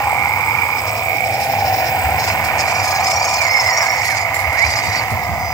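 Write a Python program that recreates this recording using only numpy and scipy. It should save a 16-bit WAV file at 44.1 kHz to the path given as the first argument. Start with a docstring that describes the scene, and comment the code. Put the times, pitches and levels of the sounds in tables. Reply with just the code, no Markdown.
"""Outdoors on bare rock, a small radio-controlled truck crawls close to a stereo microphone.
Its loose gears rattle into the plastic body and whine with the motor speed; the dry drive shaft
scrapes, and chirps under load, among short high squeaks. The speed controller sings, the brushes
whistle and grit cracks under the tyres. Dull bumps, a low rumble and a thin high hiss lie underneath."""
import sys
import numpy as np
from scipy import signal
from scipy.fft import rfft, irfft, next_fast_len
from scipy.io import wavfile
from scipy.ndimage import uniform_filter1d

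SR = 44100
rng = np.random.default_rng(int(sys.argv[2]) if len(sys.argv) > 2 else 0)


def transcribe(signal):
    """Save signal, clipped to [-1, 1], as a 16-bit WAV file at the path in sys.argv[1]."""
    frames = np.atleast_2d(signal).T
    limited = np.clip(frames, -1, 1)
    pcm = np.round(limited * 32767).astype(np.int16)
    wavfile.write(sys.argv[1], SR, pcm)


N = 243873
TIME = np.arange(N) / SR
LEFTWARD = np.array([[1], [-1]])  # plus on the left, minus on the right


def from_db(db):
    """Decibels to gain."""
    return 10 ** (np.asarray(db) / 20)


def rms_one(x):
    """Scale to unit power."""
    return x / np.sqrt(np.mean(x ** 2) + 1e-20)


def evened(x, window_s=0.23):
    """Hold the slow level at unit power and keep the fast grain."""
    power = uniform_filter1d(np.mean(x ** 2, axis=0), int(window_s * SR))
    return x / np.sqrt(np.abs(power) + 1e-20)


def in_time(rows):
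    """One curve for each column after the time."""
    times, *columns = np.transpose(rows)
    return [np.interp(TIME, times, column) for column in columns]


def spells(rows, attack_s, release_s):
    """Gain that rises at each start, holds, and dies away after the end."""
    gain = 0
    for start, end, db in rows:
        rise = np.clip((TIME - start) / attack_s, 0, 1)
        fall = np.exp(-np.maximum(TIME - end, 0) / release_s)
        gain = np.maximum(gain, from_db(db) * rise * fall)
    return gain


def drift(rate):
    """Smooth random curve of spread 1 that changes about rate times a second."""
    hz = np.fft.rfftfreq(N, 1 / SR)
    return rms_one(irfft(rfft(rng.standard_normal(N)) / (1 + (hz / rate) ** 4), N))


def throb(cycles, depth_db, uneven_db, uneven_rate):
    """Gain that swells once a cycle, never twice alike."""
    swell_db = depth_db * np.cos(2 * np.pi * cycles)
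    return rms_one(from_db(swell_db + uneven_db * np.tanh(drift(uneven_rate))))


def stereo(draws, alike):
    """Mix two unrelated signals into a left and right of given likeness."""
    return (np.sqrt(1 + alike) * draws[0] + np.sqrt(1 - alike) * draws[1] * LEFTWARD) / np.sqrt(2)


def noise(spectrum, alike):
    """Stereo noise with a given spectrum, rms 1."""
    hz, level_db = np.transpose(spectrum)
    size = next_fast_len(N)
    gain = from_db(np.interp(np.log(np.fft.rfftfreq(size, 1 / SR) + 1), np.log(hz), level_db))
    white = stereo(rng.standard_normal((2, size)), alike)
    return rms_one(irfft(rfft(white) * gain, size)[:, :N])


def contacts(per_s, alike):
    """Tiny impacts of random size at random moments."""
    return stereo(rng.standard_normal((2, N)) * (rng.random((2, N)) < per_s / SR), alike) + 1e-18


def resonate(x, modes):
    """Steep resonances in parallel."""
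    out = 0
    for hz, width, db in modes:
        band = signal.butter(2, [hz - width / 2, hz + width / 2], "band", fs=SR, output="sos")
        out = out + from_db(db) * signal.sosfilt(band, x)
    return out


def follow_band(x, hz, width_hz, order):
    """The part of a sound that lies around a moving frequency."""
    carrier = np.exp(2j * np.pi * np.cumsum(hz) / SR)
    lowpass = signal.butter(order, width_hz / 2, fs=SR, output="sos")
    return 2 * np.real(signal.sosfilt(lowpass, x / carrier) * carrier)


def moving_ring(x, hz, width_hz, window_s, order=2):
    """A resonance whose centre follows a curve, held at an even level."""
    return evened(rms_one(follow_band(x, hz, width_hz, order)), window_s)


def rough_tone(hz, jitter, rough_db=3):
    """A tone whose pitch and level tremble fast, rms 1."""
    phase = 2 * np.pi * np.cumsum(hz * (1 + jitter * drift(325))) / SR
    return rms_one(np.sin(phase) * from_db(rough_db * drift(165)))


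# Spectra of the open air, the rumble and the hiss. Each row: frequency in Hz, relative density in dB.
AIR_SPECTRUM = [(30, -31), (100, 16.5), (160, -0.5), (290, -2.5), (390, -5), (500, 3), (1200, -11),
                (2600, -6.5), (3100, -8.5), (6000, -18), (9400, -13.5), (9900, -21), (16000, -12)]
RUMBLE_SPECTRUM = [(20, -42), (35, -45), (50, -40), (65, -1.5), (80, 3), (100, 2), (120, -12), (145, -6),
                   (200, -12.5), (400, -25), (1000, -56)]
HISS_SPECTRUM = [(8000, -50), (10000, -30), (11300, -10), (12800, -17), (14300, 2), (15200, 7), (15700, 5),
                 (16000, 0)]
# How each rises and falls at the microphone. Each row: time in seconds, level in dB.
AIR_LEVEL = [(0, -28.5), (.7, -28), (1.6, -25.5), (2.6, -26.5), (3.6, -32.5), (4.4, -31.5), (5.0, -28.5),
             (5.53, -34.5)]
RUMBLE_LEVEL = [(0, -36), (1.3, -53), (2.1, -31.5), (3.1, -39.5), (3.6, -43), (4.4, -37.5), (5.0, -36.5),
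                (5.4, -28.5)]
HISS_LEVEL = [(0, -40), (1.2, -39.5), (2.05, -38), (3.2, -39), (4.1, -39), (4.5, -45), (5.53, -41)]

def surroundings():
    """Open air around the rock, with a low rumble and a fluttering high hiss a little to the left."""
    rumble_db = in_time(RUMBLE_LEVEL)[0] + np.array([[1.3], [-1.2]])
    rumble = from_db(rumble_db) * evened(noise(RUMBLE_SPECTRUM, alike=0.55), window_s=0.058)
    hiss_db = in_time(HISS_LEVEL)[0] + 3.5 + 1.5 * LEFTWARD + 1.9 * drift(70) + 1.7 * drift(3)
    hiss = from_db(hiss_db) * noise(HISS_SPECTRUM, alike=0.11)
    air = from_db(in_time(AIR_LEVEL)[0]) * noise(AIR_SPECTRUM, alike=0.96)
    return rumble + hiss + air


# Dull bumps. Each row: start in seconds, relative thud level in dB, pitch in Hz, relative puff in dB.
BUMPS = [(2.038, 0.5, 74, -27), (2.11, -5, 76.55, -14), (4.46, 0, 76, -26), (4.641, 1, 75.4, -26),
         (4.846, -4, 90, -4.5), (5.112, -15, 125, 0.5), (5.281, -1, 82, -3.5)]

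def bumps(decay_s=0.021, rise_s=0.06):
    """Soft low thuds, each with a puff of rumble."""
    out, puff = 0, evened(noise(RUMBLE_SPECTRUM, alike=0.55), window_s=0.04995)
    for start, thud_db, hz, puff_db in BUMPS:
        age = np.clip(TIME - start, 0, 1)
        swell = (1 - np.exp(-age / rise_s)) * np.exp(-age / decay_s)
        thud = from_db(thud_db) * np.sin(2 * np.pi * hz * age)
        out = out + swell * (thud + from_db(puff_db) * puff)
    return signal.sosfilt(signal.butter(2, 50, "high", fs=SR, output="sos"), out)


# Grit between tyre and rock. Each row: start in seconds, relative level in dB.
GRIT_CRACKS = [(1.4, -47), (1.434, -46), (2.442, -44), (2.834, -45), (2.878, -46), (4.047, -41.5),
               (4.101, -49), (4.343, -43), (4.39, -47), (4.527, -49), (5.103, -48)]
# Resonances of the grains. Each row: centre in Hz, width in Hz, gain in dB.
STONE_MODES = [(5200, 2300, 6.5), (7750, 4500, 7), (10730, 1800, 3.5), (14000, 2300, -1)]

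def tyre_grit(decay_s=0.034, gain_db=18):
    """Each crushed grain is a short cluster of sharp cracks."""
    crush = sum(from_db(db + gain_db) * (TIME >= start) * np.exp(-np.abs(TIME - start) / decay_s)
                for start, db in GRIT_CRACKS)
    return crush * rms_one(resonate(contacts(per_s=2000, alike=0.094), STONE_MODES))


# Spells of part throttle. Each row: start and end in seconds, buzz level in dB.
PART_THROTTLE = [(.03, .75, -37.5), (.77, 1.05, -35), (1.16, 1.33, -36.5), (1.87, 2.17, -34),
                 (2.22, 2.7, -37.5)]
# The motor can and the stalling windings. Each row: time in seconds, relative level in dB.
CAN_LEVEL = [(0, -52), (.2, -46), (.45, -44), (.6, -41.5), (.78, -40.5), (1.1, -48), (1.7, -47),
             (2.05, -42), (4.2, -60), (4.48, -43), (4.7, -61)]
STALL_LEVEL = [(0, -80), (4.15, -80), (4.25, -60), (4.5, -53), (4.6, -55), (5.32, -59), (5.44, -43.5),
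               (5.53, -43)]
# Tones of the windings. Each row: pitch in Hz, gain in dB.
WINDING_TONES = [(4963, 8.5), (5997, 5.5)]

def speed_controller(buzz_hz=7998, can_hz=5005, updates_per_s=54):
    """Chopped current buzzes at each throttle update, rings the motor can and sings near a stall."""
    updates = np.cumsum(updates_per_s * (1 + 0.13 * drift(20))) / SR
    spurts = throb(updates, depth_db=10, uneven_db=6, uneven_rate=30)
    pure = from_db(-3) * np.sin(2 * np.pi * buzz_hz * TIME)
    rough = rough_tone(buzz_hz - 40, jitter=0.018, rough_db=1.5)
    buzz = spells(PART_THROTTLE, attack_s=0.0048, release_s=0.079) * spurts * (pure + rough)
    can = from_db(in_time(CAN_LEVEL)[0] - 2 + 2.5 * LEFTWARD) * rough_tone(can_hz, jitter=0.009)
    windings = sum(from_db(db) * np.sqrt(2) * np.sin(2 * np.pi * hz * TIME) for hz, db in WINDING_TONES)
    return buzz + can + from_db(in_time(STALL_LEVEL)[0] + drift(29)) * windings


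# The brushes, left of centre. Each row: time in seconds, pitch in Hz, relative level in dB.
BRUSH_WHISTLE = [(0, 15150, -44), (.3, 15300, -41), (.5, 15280, -38), (.75, 15300, -44), (.9, 15080, -41),
                 (1.12, 15300, -40), (1.35, 15300, -48), (1.52, 15200, -38), (1.75, 15220, -34.5),
                 (1.9, 14950, -39), (2.05, 15070, -36), (2.2, 14990, -36), (2.35, 14650, -42),
                 (2.6, 14700, -47), (3.05, 15250, -42), (3.35, 15200, -52), (5.25, 15100, -47),
                 (5.53, 15100, -50)]

def brush_whistle(turns):
    """The brushes whistle very high on the commutator, wavering and pulsing as it turns."""
    hz, level_db = in_time(BRUSH_WHISTLE)
    pulse = throb(turns, depth_db=3, uneven_db=4, uneven_rate=12)
    tone = np.array([rough_tone(hz * (1 + 0.006 * drift(22)), jitter=0.009) for side in range(2)])
    return from_db(level_db + 2 + 3 * LEFTWARD) * pulse * tone


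# The wheels push against the rock. Each row: start and end in seconds, load in dB.
SHAFT_BINDS = [(2.19, 2.31, -10), (2.58, 2.62, 1), (2.65, 2.73, -6.5), (2.74, 3.03, 0.5), (3.04, 3.4, 5),
               (3.41, 3.49, -1), (3.5, 3.93, -4), (3.94, 4.21, -6.5), (4.57, 4.79, -6.5), (4.81, 5.01, -8)]

def shaft_load():
    """The dry shaft binds quickly at each push and then lets go."""
    return spells(SHAFT_BINDS, attack_s=0.0027, release_s=0.008)


# Resonances of the rubbing shaft. Each row: centre in Hz, width in Hz, gain in dB.
SHAFT_MODES = [(4280, 2000, 2), (6090, 500, 5), (4990, 810, 12), (6820, 2330, 8), (7100, 7500, -9)]

def shaft_rub(turns, load, free_db=-38.5, bound_db=-32):
    """The dry shaft hisses as it rubs; under load the hiss is louder and swells unevenly each turn."""
    bound = from_db(bound_db) * load ** 0.39 * throb(turns, depth_db=-2, uneven_db=10.5, uneven_rate=33)
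    hiss = rms_one(resonate(contacts(per_s=6000, alike=0.032), SHAFT_MODES))
    return (from_db(free_db) + bound) * hiss


# Scrapes, heard close. Each row: middle and half length in seconds, level in dB.
SCRAPES = [(0.79, 0.011, -28.5), (0.885, 0.015, -28), (0.979, 0.023, -31.5), (1.17, 0.02, -35),
           (1.265, .014, -32), (1.347, 0.022, -30), (1.429, 0.016, -27), (1.52, 0.022, -31),
           (1.602, .014, -28.5), (1.675, 0.02, -27), (1.743, 0.011, -26.5), (1.792, 0.019, -28),
           (1.872, 0.022, -27), (2.198, 0.013, -29.5), (2.244, .012, -25), (2.291, 0.012, -25),
           (2.463, 0.023, -34), (2.605, 0.0095, -29), (4.97, 0.012, -28), (5.242, 0.018, -35)]
# Their resonances. Each row: centre in Hz, width in Hz, gain in dB.
SCRAPE_MODES = [(4250, 750, -1), (5200, 990, 5.5), (6200, 3300, -7)]

def shaft_scrapes():
    """Short, grainy scrapes of the dry shaft, at listed moments."""
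    strokes = sum(from_db(db) * np.exp(-((TIME - middle) / half_s) ** 2 / 2)
                  for middle, half_s, db in SCRAPES)
    return strokes * evened(resonate(contacts(per_s=3500, alike=0.39), SCRAPE_MODES), window_s=0.02)


# The note of the slipping shaft. Each row: time in seconds, pitch in Hz.
CHIRP_PITCH = [(2.2, 5224), (3.06, 5135), (3.17, 5630), (3.23, 5280), (3.29, 5570), (3.37, 5150),
               (3.57, 5300), (3.69, 5210), (3.77, 5545), (4.2, 5060), (5.0, 4723)]
# Its side modes. Each row: multiple of the pitch, relative level in dB.
CHIRP_SIDE_MODES = [(0.86, 2.5), (1.09, 2.5), (1.22, 2), (1.36, 0)]
# Its rasp. Each row: centre in Hz, width in Hz, gain in dB.
CHIRP_RASP_MODES = [(5400, 2000, 15.5), (6960, 380, 17), (8000, 1200, 5.2)]

def shaft_chirps(turns, load, level_db=-24, half_turns=0.21, bend=0.015, scatter=0.022):
    """Under load the shaft slips about once a turn in a raspy chirp that slides up or down in pitch."""
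    turn, within = np.divmod(turns + 0.09 * drift(20), 1)
    per_turn = rng.standard_normal((500, 6, 2))[turn.astype(int)].transpose(1, 2, 0)
    (off_pitch, strength), (slide, _), *side_draws = per_turn
    age = (within - 0.5) / half_turns
    slip = np.exp(-age ** 2 / 2)
    arch = bend * (0.5 - np.minimum(age ** 2, 2))
    hz = in_time(CHIRP_PITCH)[0] * (1 + scatter * off_pitch + 0.013 * slide * age + arch)
    rings = from_db(-4.5) * rough_tone(hz, jitter=0.014)
    # Every slip detunes and pans the side modes anew.
    for (multiple, db), (detune, lean) in zip(CHIRP_SIDE_MODES, side_draws):
        mode = rough_tone(hz * multiple * (1 + 0.04 * detune), jitter=0.016)
        rings = rings + from_db(db - 11.5 + 2 * lean * LEFTWARD) * mode
    rasp = from_db(-6) * rms_one(resonate(contacts(per_s=4700, alike=0.25), CHIRP_RASP_MODES))
    gain = from_db(level_db + 1.5 * strength) * load ** 0.32
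    return gain * (slip ** 0.38 * rings + slip * rasp)  # the rings last longer than the rasp


# The loudest squeaks, dead centre. Each row: middle in seconds, pitch in Hz, relative level in dB,
# glide as a share of the pitch per half length.
SQUEAKS = [(2.608, 5100, -26, -.005), (2.965, 5040, -25, -.015), (3.072, 5160, -17, 0.011),
           (3.096, 5120, -25, 0), (3.132, 5300, -24, 0.003), (3.167, 5680, -20, 0.0049),
           (3.225, 4800, -25, -0.012), (3.255, 6450, -24, .015), (3.319, 5620, -28, -.01),
           (3.355, 5150, -23, -0.0074), (3.505, 5200, -20.5, 0.03), (3.533, 5370, -24, .005),
           (3.566, 5270, -18, -0.00054), (3.601, 5250, -17.5, -0.0069), (3.668, 5240, -18.5, 0.026),
           (3.695, 5100, -22, -.03), (3.737, 5620, -20.5, -.01), (3.778, 5660, -18, 0.0098),
           (3.815, 5330, -20.5, -0.028), (3.9, 5460, -22, .02), (4.361, 7440, -24.5, 0),
           (4.68, 5030, -29, -.02), (4.727, 4880, -21.5, .015), (4.782, 5010, -22, -0.0029),
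           (4.987, 4650, -19, -0.016)]

def squeaks(half_s=0.011, bend=0.012, gain_db=-1.5):
    """Short, high squeaks at listed moments, each sliding and arching in pitch."""
    out = np.zeros(N)
    age = (np.arange(SR // 10) - SR // 20) / SR / half_s
    jitter, rough = 1 + 0.011 * drift(320), rms_one(from_db(3 * drift(200)))
    for middle, hz, db, glide in SQUEAKS:
        span = int(middle * SR) - SR // 20 + np.arange(len(age))
        phase = 2 * np.pi * np.cumsum(hz * (1 + glide * age - bend * age ** 2) * jitter[span]) / SR
        envelope = from_db(db + gain_db) * np.exp(-age ** 2 / 2) * rough[span]
        out[span] += envelope * np.sqrt(2) * np.sin(phase)
    return out


# Whine of the meshing gears. Each row: time in seconds, relative level in dB.
WHINE_LEVEL = [(0, -55), (2.7, -49), (2.97, -40), (3.1, -45), (3.36, -45), (3.41, -36), (3.5, -37),
               (3.55, -31), (3.62, -37), (3.68, -32), (3.73, -35), (3.78, -44), (3.84, -33), (3.9, -43),
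               (4.0, -42), (4.1, -35), (4.2, -46), (4.52, -43), (4.59, -33), (4.64, -32), (4.68, -50)]

def gear_whine(mesh_hz, gain_db=4.2):
    """The tooth rate sounds as a rough, unsteady tone."""
    phase = 2 * np.pi * np.cumsum(mesh_hz * (1 + 0.007 * drift(190) + 0.003 * drift(30))) / SR
    wobble_db = 2 * np.tanh(drift(40)) + 3 * np.tanh(drift(130))
    return from_db(in_time(WHINE_LEVEL)[0] + gain_db + wobble_db) * np.sqrt(2) * np.sin(phase)


# The notch moves as the truck tips. Each row: time in seconds, centre in Hz, share cancelled (0-1).
ROCK_NOTCH = [(0, 600, 1), (.4, 657, 0.84), (.75, 715, 0.79), (1.0, 820, 0.92), (1.15, 900, 0.8),
              (1.3, 980, 0.9), (1.5, 1250, 1), (2.1, 1166, 1), (2.5, 1460, 0), (5.53, 1440, 0.6)]

def off_the_rock(x, width_hz=240):
    """Direct sound and the echo off the rock cancel in one band at the microphone."""
    hz, share = in_time(ROCK_NOTCH)
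    return x - share * follow_band(x, hz, width_hz, order=1)


# The gearbox housing. Each row: time in seconds, relative level in dB, ring in Hz.
HOUSING_RING = [(0.0, -38, 2380), (0.12, -22.5, 2196), (0.6, -22.5, 2300), (0.94, -28.5, 2374),
                (1.15, -23, 2310), (1.48, -31.5, 2376), (2.37, -30.5, 2174), (2.66, -24.5, 2360),
                (3.34, -27.5, 2297), (3.65, -24, 2090), (3.82, -20.5, 2104), (4.36, -22, 2078),
                (4.62, -19.5, 2120), (4.68, -23, 2090), (5.53, -27, 2020)]
# Gears tick downhill and grind once they pull. Each row: time in seconds, share of ticking (0-1).
TICK_SHARE = [(0, .7), (.8, .7), (1.3, .5), (1.6, .25), (5.53, .25)]

def housing_rattle(turns, taps_per_turn=2.8):
    """Loose teeth grind and tap on the housing, a little out of step and never equally hard."""
    level_db, hz = in_time(HOUSING_RING)
    share, = in_time(TICK_SHARE)
    force = throb(2 * turns, depth_db=2.4, uneven_db=-0.5, uneven_rate=100)
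    grind = moving_ring(force * contacts(per_s=4600, alike=0.58), hz, width_hz=264, window_s=0.02)
    taps = np.diff(np.floor(taps_per_turn * turns + 0.1 * drift(40)), prepend=0) > 0
    strength = from_db(3.5 * np.tanh(drift(150))) * rng.choice([-1, 1], N)
    strikes = taps * strength * np.ones((2, 1)) + 1e-18
    ticks = moving_ring(strikes, hz, width_hz=330, window_s=0.114, order=3)
    return from_db(level_db - 10) * (np.sqrt(1 - share) * grind + np.sqrt(share) * ticks)


# The drive train, close up. Each row: time in seconds, then body, cargo deck and tooth rasp in dB.
RATTLE_LEVELS = [(0.0, -20, -24, -28.5), (0.11, -21, -24, -42), (0.66, -28.5, -24, -37),
                 (1.05, -24.5, -29, -53), (1.23, -23.5, -39.5, -44), (1.65, -22, -30.5, -33),
                 (2.1, -23.5, -26, -31.5), (2.43, -23, -25, -29), (3.16, -20.5, -23.5, -35),
                 (3.54, -24.5, -24.5, -31), (3.86, -22, -22.5, -32), (4.07, -28.5, -28.5, -34),
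                 (4.1, -25, -27, -30), (4.22, -25, -27.5, -35), (4.99, -26.5, -26.5, -30.5),
                 (5.39, -24.5, -28, -59), (5.53, -25.5, -30, -34)]
# Resonances of those three. Each row: centre in Hz, width in Hz, gain in dB.
BODY_MODES = [(521.8, 22.3, -4), (711, 143, 3), (756.4, 30, 0.5), (814.8, 18.5, 4)]
DECK_MODES = [(844, 124, 10), (974.6, 223, 22.6), (1150, 165, 16.8), (1315, 53, 10.5)]
TOOTH_MODES = [(1478, 116, 10.5), (1886, 300, 8), (2585, 880, 3), (3840, 2500, -7.5)]
# The body's strongest ring. Each row: time in seconds, pitch in Hz, dB against its other modes.
BODY_RING = [(0, 836, 6), (.2, 807.4, -1.5), (.5, 885, -2), (.85, 776, -6), (1.0, 730, -4), (1.15, 762, -3),
             (1.33, 790.7, -14), (1.58, 798.4, -7), (1.72, 755.5, 2), (2.0, 768.4, -7), (2.4, 743.6, -7),
             (3.0, 763, 1), (3.6, 771, -11.5), (5.53, 715, 1)]

def gear_rattle(turns):
    """Teeth cross their backlash twice a turn; returns the shaken body with its deck, and the rasp."""
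    body_db, deck_db, rasp_db = in_time(RATTLE_LEVELS)
    ring_hz, ring_db = in_time(BODY_RING)
    force = throb(2 * turns, depth_db=2.4, uneven_db=1.86, uneven_rate=11)
    modes = rms_one(off_the_rock(resonate(force * contacts(per_s=4000, alike=1), BODY_MODES)))
    ring = moving_ring(force * contacts(per_s=4000, alike=0.97), ring_hz, width_hz=53.6, window_s=0.022)
    body = from_db(body_db) * evened(modes + from_db(ring_db) * ring, window_s=0.04)
    deck = off_the_rock(resonate(force * contacts(per_s=4000, alike=0.98), DECK_MODES))
    deck = from_db(deck_db - 0.5) * evened(deck, window_s=0.1)
    teeth = evened(resonate(force * contacts(per_s=3200, alike=0.9), TOOTH_MODES))
    return body + deck, off_the_rock(from_db(rasp_db + 0.1) * teeth)


def knock_pulses(times, levels_db, rise_s):
    """Each knock swells and dies within milliseconds; the hardest are the shortest."""
    out = np.zeros(N + SR)
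    for peak_s, db in zip(times, levels_db):
        rise = rise_s * np.interp(db, [-14, -10], [1, 0.5])
        age = np.arange(SR // 20) / SR / rise
        start = max(int((peak_s - rise) * SR), 0)
        out[start:start + len(age)] += from_db(db) * (age * np.exp(1 - age)) ** 2
    return out[:N]


# Hard knocks of backlash. Each row: peak time in seconds, relative body and housing levels in dB.
KNOCKS = [(.005, -10, -36), (.072, -6.5, -40), (.130, -6, -39), (.185, -20, -22), (.217, -28, -25),
          (.249, -22, -22), (.281, -28, -24), (.297, -22, -25), (.322, -22, -25), (.346, -28, -24),
          (.360, -24, -24), (.410, -28, -22), (.460, -28, -23), (.491, -18, -24), (.516, -26, -24),
          (.551, -20, -21), (.588, -24, -20), (.620, -26, -21), (.639, -26, -22), (.654, -26, -24),
          (.703, -28, -21), (.732, -28, -22), (.761, -28, -23), (1.060, -28, -25), (1.104, -26, -25),
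          (1.164, -17, -22), (1.184, -28, -25), (1.207, -22, -24), (1.240, -20, -23), (1.304, -16, -30),
          (1.344, -17, -40), (1.395, -19, -44), (1.423, -19, -44), (1.445, -17, -44), (1.501, -15, -44),
          (1.539, -11, -37), (1.558, -17, -44), (1.588, -13, -40), (1.626, -12, -44), (1.645, -15, -44),
          (1.681, -15, -44), (1.701, -15, -44), (1.727, -11.5, -46), (1.746, -14, -34), (1.786, -13, -46),
          (1.822, -16, -44), (1.843, -13, -44), (1.893, -13, -36), (1.927, -14, -36), (1.950, -14, -44),
          (1.968, -16, -44), (1.986, -14, -46), (2.045, -14, -44), (2.090, -12, -44), (2.125, -16, -44),
          (2.146, -13, -44), (2.188, -14, -36), (2.575, -10, -25), (2.997, -12, -48), (3.098, -14, -40)]
# The body holds a buzzing tone as the truck noses down. Each row: time in seconds, relative level in dB.
BODY_SINGING = [(0, -70), (.85, -60), (1.0, -33), (1.13, -25.5), (1.23, -28), (1.33, -25), (1.58, -23.5),
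                (1.7, -25), (1.95, -25.5), (2.15, -29), (2.3, -60), (5.53, -70)]

def loose_gears(turns, body_halved_db=-12, housing_halved_db=-20):
    """The gears rattle, and their hard knocks drive the strongest modes of the body and the housing."""
    times, body_db, housing_db = np.transpose(KNOCKS)
    body_knocks = knock_pulses(times, body_db, rise_s=0.0037)
    housing_knocks = knock_pulses(times, housing_db, rise_s=0.0021)
    body, rasp = gear_rattle(turns)
    # A knock takes up the backlash, so the loose rattle gives way while it lasts.
    body /= 1 + body_knocks / from_db(body_halved_db)
    housing = housing_rattle(turns) / (1 + housing_knocks / from_db(housing_halved_db))
    buzz = throb(3 * turns, depth_db=6, uneven_db=1, uneven_rate=30)
    held = from_db(in_time(BODY_SINGING)[0] - 1.5) * buzz
    body_tone = rough_tone(in_time(BODY_RING)[0], jitter=0.032, rough_db=1)
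    housing_tone = rough_tone(in_time(HOUSING_RING)[1], jitter=0.015, rough_db=0.5)
    body += (held + from_db(1.2) * body_knocks / np.sqrt(2)) * body_tone
    housing += from_db(-0.3) * housing_knocks / np.sqrt(2) * housing_tone
    return body + housing + rasp


# Motor speed. Each row: time in seconds, gear mesh rate in Hz.
MESH_RATE = [(0, 1843), (.4, 2173), (2.5, 1498), (2.86, 1725), (2.98, 1655), (3.15, 2347), (3.39, 2447),
             (3.475, 2070), (3.52, 2110), (3.54, 2190), (3.64, 1980), (3.675, 2120), (3.73, 1863),
             (3.8, 1820), (3.85, 1590), (3.9, 1790), (3.95, 1690), (4.09, 1950), (4.15, 1458), (4.22, 1153),
             (4.53, 1304), (4.575, 1820), (4.615, 2070), (4.65, 2400), (5.53, 1292)]

def scene(teeth_per_turn=68):
    """One motor speed paces the gears and the shaft; one load drives the shaft's rub and chirps."""
    mesh_hz, = in_time(MESH_RATE)
    turns = np.cumsum(mesh_hz / teeth_per_turn * (1 + 0.07 * drift(15.08))) / SR
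    load = shaft_load()
    drive = loose_gears(turns) + gear_whine(mesh_hz) + brush_whistle(turns)
    shaft = shaft_rub(turns, load) + shaft_chirps(turns, load) + shaft_scrapes()
    return drive + shaft + squeaks() + speed_controller() + tyre_grit() + bumps() + surroundings()


# The microphone's right port. Each row: centre in Hz, width in Hz, boost or cut in dB.
RIGHT_PORT = [(2260, 530, 18), (3645, 1200, -7), (5970, 320, -6.5), (8520, 730, -13.5)]

def record(dry, lag_s=0.00015, cutoff_hz=15780):
    """The right port hears a little later, with a cavity resonance and dips; both sides lose the top."""
    left, right = dry[0], np.interp(TIME - round(lag_s * SR) / SR, TIME, dry[1])
    for hz, width, db in RIGHT_PORT:
        gain, cosine = from_db(db / 2), np.cos(2 * np.pi * hz / SR)
        damping = np.pi * width / SR * max(gain, 1 / gain) ** 0.5
        numerator = [1 + damping * gain, -2 * cosine, 1 - damping * gain]
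        denominator = [1 + damping / gain, -2 * cosine, 1 - damping / gain]
        right = signal.lfilter(numerator, denominator, right)
    return signal.sosfilt(signal.ellip(12, 0.1, 80, cutoff_hz, fs=SR, output="sos"), [left, right])


dry = scene()
out = record(dry)
transcribe(out)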